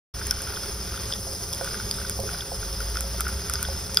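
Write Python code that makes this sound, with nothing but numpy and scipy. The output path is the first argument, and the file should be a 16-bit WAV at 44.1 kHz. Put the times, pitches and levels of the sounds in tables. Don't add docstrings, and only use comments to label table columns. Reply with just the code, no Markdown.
import sys
import numpy as np
from scipy import signal
from scipy.fft import rfft, irfft, next_fast_len
from scipy.io import wavfile

SR = 44100
rng = np.random.default_rng(int(sys.argv[2]) if len(sys.argv) > 2 else 0)


def output_pcm(signal):
    pcm = np.clip(np.atleast_2d(signal).T, -1, 1) * 32767
    wavfile.write(sys.argv[1], SR, np.round(pcm).astype(np.int16))


N = 176400
TIME = np.arange(N) / SR
FFT_SIZE = next_fast_len(N + SR)
FREQS = np.maximum(np.arange(FFT_SIZE // 2 + 1) * SR / FFT_SIZE, 1)

# time in seconds, relative level in dB.
BURBLE_STRENGTH = [(.15, 4), (.6, 3.5), (.75, -4.5), (1.0, 4.5), (1.13, 2.5), (1.22, -23), (1.5, -12.5),
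                   (1.66, 6), (1.87, -2.5), (2.05, 1), (2.2, -20), (2.32, 1), (2.52, -6), (2.95, -1.5),
                   (3.1, -4), (3.27, 0.5), (3.4, 1), (3.58, 6), (3.85, -3)]


def spray(droplets_per_s=9000, spread_db=3, level_db=-36.5):
    # time in seconds, relative level in dB.
    flow = [(.15, -1.5), (.6, 0), (1.0, 0), (1.4, 0.7), (2.0, 0), (2.45, 0), (2.85, 0), (3.4, -0.5),
            (3.9, -1)]
    # frequency in Hz, relative spectral level in dB.
    heard_spectrum = [(300, -10), (420, -10.5), (700, -6.5), (1000, -9), (1400, -8), (1750, -12.5),
                      (2300, -14.5), (2900, -16), (3450, -8.5), (3900, -15.5), (4500, -8.5), (5250, -1),
                      (5750, -6.5), (6250, -5.5), (7000, -22), (8000, -59), (8800, -14.5), (9700, -9),
                      (12000, -13), (12800, -15), (14200, -16), (15100, -8.5), (16000, -32)]
    # frequency in Hz, width in Hz, level in dB.
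    resonances = [(414.3, 62, -50), (537, 24, -55.5), (4962, 56, -49.5), (5246, 120, -47.5),
                  (6165, 75, -54), (6440, 90, -49.5), (8310, 46, -50), (10535, 136, -50)]
    sizes = from_db(spread_db * np.minimum(rng.exponential(1, N), 6)) * rng.choice([-1, 1], N)
    landings = rng.random(N) < droplets_per_s / SR
    hits = sizes * landings * from_db(0.7 * drift(rate_hz=20))
    hiss = filtered(hits, from_db(at_hz(heard_spectrum)) * steep_cut(15500))
    out = from_db(level_db) * rms_one(hiss)
    mids = filtered(out, 1 / (1 + ((FREQS - 2770) / 1600) ** 4))
    burble_db, = in_time(BURBLE_STRENGTH)
    out += mids * (from_db(0.25 * (burble_db - burble_db.mean())) - 1)
    for hz, width, db in resonances:
        response = 1 / (1 + 1j * (FREQS - hz ** 2 / FREQS) / (2 * width)) ** 2
        waver_db = 2 * drift(rate_hz=9)
        out += from_db(db + waver_db) * rms_one(filtered(hits, response))
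    flow_db, = in_time(flow)
    return out * from_db(flow_db)


def bubble(hz):
    return pip(hz, swell_s=0.0022) + from_db(-12) * splash(band_hz=(950, 2500), decay_s=0.0053)


def burble(bubbles_per_s=100, pitch_range_hz=(1322, 1504), base_db=-45, spread_db=2.5):
    # start in seconds, pitch in Hz, peak level in dB.
    large_bubbles = [(0.2137, 1470, -27.5), (0.268, 1500, -34), (0.3097, 1495, -26.5),
                     (0.3247, 1500, -30.5), (0.4037, 1510, -33), (0.47, 1450, -33), (0.4871, 1486, -37),
                     (0.521, 1459, -31.5), (0.536, 1415, -36), (0.5709, 1440, -28), (0.634, 1400, -32.0),
                     (0.9402, 1380, -28.0), (0.9757, 1400, -29), (1.1047, 1490, -33), (1.6102, 1462, -29),
                     (1.645, 1446, -29.5), (1.6747, 1420, -27.5), (1.7424, 1495, -25.5),
                     (1.799, 1420, -28.5), (1.809, 1380, -36), (1.9837, 1480, -31.5), (2.014, 1500, -34.5),
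                     (2.0483, 1470, -28), (2.096, 1476, -34.5), (2.278, 1474, -32.5), (2.2892, 1440, -27.5),
                     (2.3454, 1465, -29.5), (2.4207, 1510, -32.5), (2.6293, 1435, -29.0),
                     (2.8037, 1420, -25), (2.9553, 1380, -25.5), (2.9695, 1400, -23.5),
                     (3.0084, 1366, -34.5), (3.1972, 1380, -26), (3.2076, 1340, -24), (3.2523, 1440, -29),
                     (3.2671, 1427, -20), (3.287, 1420, -25), (3.4974, 1376, -24.5), (3.5099, 1343, -33.0),
                     (3.5382, 1370, -29), (3.554, 1460, -29), (3.5894, 1466, -28), (3.6026, 1464, -38),
                     (3.6266, 1465, -26.5), (3.6485, 1490, -28.5), (3.9722, 1410, -20),
                     (3.9882, 1398, -26.5)]
    out = np.zeros(N)
    for start, hz, db in large_bubbles:
        add(out, start, from_db(db) * bubble(hz))
    strength_db, = in_time(BURBLE_STRENGTH)
    forms = rng.random(N) < bubbles_per_s / SR
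    pitch_hz = rng.uniform(*pitch_range_hz, N)
    peak_db = base_db + strength_db + spread_db * rng.standard_normal(N)
    for i in np.flatnonzero(forms):
        add(out, TIME[i], from_db(peak_db[i]) * bubble(pitch_hz[i]))
    return out


def smacks(body_hz=3420, snap_decay_s=0.0014, rebound_s=0.0012, gain_db=2):
    # start in seconds, ring pitch in Hz, then relative levels of body, ring and snap in dB.
    laps_and_drops = [(0.2686, 5840, -48, -46, -15), (.3093, 5450, -26, -9.5, -11),
                      (0.419, 5330, -41, -43, -19.5), (.561, 5250, -29, -45, -45),
                      (.633, 5050, -42, -24.5, -36), (.9745, 5170, -30, -38, -49),
                      (1.124, 5000, -20, -25.5, -36), (1.1365, 5330, -24, -20, -39),
                      (1.35, 5340, -50, -31, -28), (1.5295, 5300, -35, -27, -17),
                      (1.5345, 5500, -29, -22, -23), (1.547, 5300, -45, -39, -20),
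                      (1.645, 5300, -40, -38, -21), (1.809, 5300, -45, -32, -28),
                      (1.9116, 4900, -25, -15, -15), (1.941, 5200, -41, -32, -24),
                      (2.0964, 4960, -53, -31, -12.5), (2.201, 5270, -51, -37, -21),
                      (2.4074, 5100, -24.5, -38, -46), (2.728, 5430, -49, -26, -29),
                      (2.804, 5340, -43, -33, -25), (2.970, 5250, -31, -22.5, -23),
                      (3.007, 5440, -40, -33, -12.5), (3.2067, 4800, -39, -28, -9),
                      (3.281, 5240, -42, -30, -20.5), (3.497, 4986, -39, -32, -14),
                      (3.537, 6060, -48, -21, -12), (3.5555, 5020, -43, -18.5, -33),
                      (3.628, 5450, -51, -39, -10.5), (3.651, 5100, -25, -42, -31),
                      (3.945, 5190, -45, -30, -16), (3.9713, 4940, -10.5, -4.5, -9)]
    # frequency in Hz, relative spectral level in dB.
    snap_colour = [(5000, -14), (6500, -2), (7600, -7), (9000, -0.5), (11000, -2.5), (12500, -3),
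                   (13800, -5), (15000, -10), (17000, -41)]
    tones, snaps = np.zeros((2, N))
    t = TIME[:SR // 40]
    for start, hz, body_db, ring_db, snap_db in laps_and_drops:
        ring = pip(hz, swell_s=0.0009)
        crack = from_db(-19) * splash(band_hz=(2600, 7400), decay_s=0.0025)
        body = pip(body_hz, swell_s=0.00092)
        add(tones, start, from_db(ring_db) * (ring + crack) + from_db(body_db) * body)
        snap = from_db(-13) * rng.standard_normal(len(t)) * np.exp(-t / snap_decay_s)
        snap[0] += 1
        snap[int(rebound_s * SR)] += from_db(5)
        add(snaps, start, from_db(snap_db) * snap)
    response = from_db(at_hz(snap_colour))
    return from_db(gain_db) * (tones + filtered(snaps, response / response.mean()))


def drips(attack_s=0.005, spread_db=1):
    # start in seconds, plop pitch in Hz, level in dB.
    heavy_drips = [(1.268, 660, -31), (1.611, 654, -21.5), (2.1905, 690, -22.5), (2.236, 636, -29.5),
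                   (2.518, 700, -24.5), (3.040, 666, -31), (3.144, 626, -32), (3.686, 736, -26.5)]
    # frequency in Hz, relative level in dB, seconds to fall 60 dB.
    basin_modes = [(544.3, -4.5, 0.11), (592, -13.5, 0.055), (707, -23, 0.072), (950, -16, 0.031)]
    out, t = np.zeros(N), TIME[:SR // 4]
    for start, plop_hz, db in heavy_drips:
        knock = np.zeros(len(t))
        for hz, mode_db, t60 in basin_modes:
            struck_db = mode_db + spread_db * rng.standard_normal()
            knock += from_db(struck_db - 60 * t / t60) * np.sin(2 * np.pi * hz * t)
        add(out, start, from_db(db) * pip(plop_hz, swell_s=0.0014))
        add(out, start, from_db(db) * knock * np.minimum(t / attack_s, 1))
    return out


def spatter(drops_per_s=28, low_hz=2920, high_hz=6900, level_db=-43.5, spread_db=5):
    out = np.zeros(N)
    landings = rng.random(N) < drops_per_s / SR
    pitch_hz = low_hz * (high_hz / low_hz) ** rng.random(N)
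    peak_db = level_db + spread_db * rng.standard_normal(N)
    for i in np.flatnonzero(landings):
        add(out, TIME[i], from_db(peak_db[i]) * pip(pitch_hz[i], swell_s=0.0009))
    return out


def engine(overtone_db=-19):
    # time in seconds, pitch in Hz, RMS level of the fundamental in dB.
    run_up = [(2.1, 38, -66), (2.35, 42, -63), (2.6, 47.58, -39.5), (2.77, 51.86, -31.5),
              (3.0, 57.66, -34.5), (3.27, 62.57, -33.5), (3.4, 65.84, -40), (3.55, 71, -32.5),
              (3.75, 78.8, -35.5), (3.95, 83.6, -48)]
    hz, db = in_time(run_up)
    phase = 2 * np.pi * np.cumsum(hz) / SR
    return np.sqrt(2) * from_db(db) * (np.sin(phase) + from_db(overtone_db) * np.sin(2 * phase))


def rumble(base_db=-37.5):
    # frequency in Hz, relative spectral level in dB.
    colour = [(20, -14.5), (30, -24), (42, -9), (60, 3.5), (80, -3.5), (90, -6.5), (104, -5.5), (135, -14),
              (190, -15), (235, -22.5), (320, -23.5), (500, -25), (1000, -102)]
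    # frequency in Hz, side level against the mid in dB.
    width = [(60, -38), (120, -12.5), (250, -10), (500, 0)]
    # time in seconds, relative level in dB.
    swell = [(.15, 1), (1.1, 1), (1.5, -1.5), (2.0, 2), (2.5, -1), (3.0, -1), (3.6, 1), (4.0, 1.5)]
    mid, side = rms_one(filtered(rng.standard_normal((2, N)), from_db(at_hz(colour))))
    side = filtered(side, from_db(at_hz(width)))
    swell_db, = in_time(swell)
    return from_db(base_db + swell_db) * (mid + side * [[1], [-1]])


def hum():
    # frequency in Hz, half-width in Hz, level in dB before the swell.
    resonances = [(103.2, 9, -47.5), (169.7, 7, -55.5), (199, 12.5, -52.5)]
    # time in seconds, relative level in dB.
    swell = [(.15, -1), (1.6, -0.5), (2.15, 4.5), (2.5, -1.5), (3.4, 1.5), (4.0, 1)]
    out, noise = np.zeros(N), rng.standard_normal(N)
    for hz, half_width, db in resonances:
        response = 1 / (1 + ((FREQS - hz) / half_width) ** 2)
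        out += from_db(db) * rms_one(filtered(noise, response))
    swell_db, = in_time(swell)
    return from_db(swell_db) * out


def room(x, wet_db, t60_s=0.084, first_echo_s=0.00314, side_db=-2):
    decay = from_db(-60 * TIME / t60_s) * (TIME > first_echo_s)
    mid, side = rng.standard_normal((2, N)) * decay
    tail = mid + from_db(side_db) * side * [[1], [-1]]
    tail /= np.sqrt(np.sum(tail ** 2) / 2)
    return x + from_db(wet_db) * filtered(x, rfft(tail, FFT_SIZE))


def pip(hz, swell_s):
    t = TIME[:SR // 40]
    age = t / swell_s
    return (age * np.exp(1 - age)) ** 2 * np.sin(2 * np.pi * (hz * t + rng.random()))


def splash(band_hz, decay_s):
    t = TIME[:SR // 40]
    band = signal.butter(2, band_hz, "band", fs=SR, output="sos")
    return rms_one(signal.sosfilt(band, rng.standard_normal(len(t)))) * np.exp(-t / decay_s)


def from_db(db):
    return 10 ** (np.asarray(db) / 20)


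def rms_one(x):
    return x / np.sqrt(np.mean(x ** 2) + 1e-20)


def in_time(rows):
    seconds, *columns = np.transpose(rows)
    return [np.interp(TIME, seconds, column) for column in columns]


def at_hz(rows):
    hz, value = np.transpose(rows)
    return np.interp(np.log(FREQS), np.log(hz), value)


def filtered(x, response):
    return irfft(rfft(x, FFT_SIZE) * response, FFT_SIZE)[..., :N]


def steep_cut(hz):
    return 1 / np.sqrt(1 + (FREQS / hz) ** 160)


def drift(rate_hz):
    return rms_one(filtered(rng.standard_normal(N), 1 / (1 + (FREQS / rate_hz) ** 2)))


def add(out, start_s, sound):
    i = int(np.clip(start_s * SR, 0, N - 1))
    out[i:i + len(sound)] += sound[:N - i]


def pan(db):
    return from_db(np.array([[.5], [-.5]]) * db)


def lag_right(x, radians):
    return filtered(x, np.exp(1j * radians * np.array([[0], [-1]])))


def scene(cat_lag_s=0.00001):
    cat = lag_right(room(smacks(), wet_db=-15), 2 * np.pi * FREQS * cat_lag_s)
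    water = room(spray() + spatter() + burble(), wet_db=-7)
    water = filtered(water, pan(-7 / (1 + (FREQS / 800) ** 8)))
    knocks = room(drips(), wet_db=-8) * pan(-6)
    return water + cat + knocks + rumble() + hum() + engine()


def record(dry, start_s=0.138, fade_in_s=0.0063, cutoff_hz=16700):
    # frequency in Hz, phase by which the left port leads the right in radians.
    port_phase = [(550, 0), (750, .9), (1250, 0), (2300, 0), (3200, .8), (3700, .4), (4300, 1), (4800, .35),
                  (5500, .4), (6300, 1.7), (6950, 3.05), (7950, 3.25), (9000, 4.9), (9800, 6.2),
                  (11600, 6.4), (12000, 7.9), (12800, 9.3), (14200, 9.55), (15000, 10.7), (15600, 12.4)]
    ports = lag_right(dry, at_hz(port_phase))
    fade_in = np.clip((TIME - start_s) / fade_in_s, 0, 1)
    return filtered(np.clip(ports * fade_in, -1, 1), steep_cut(cutoff_hz))


dry = scene()
out = record(dry)
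output_pcm(out)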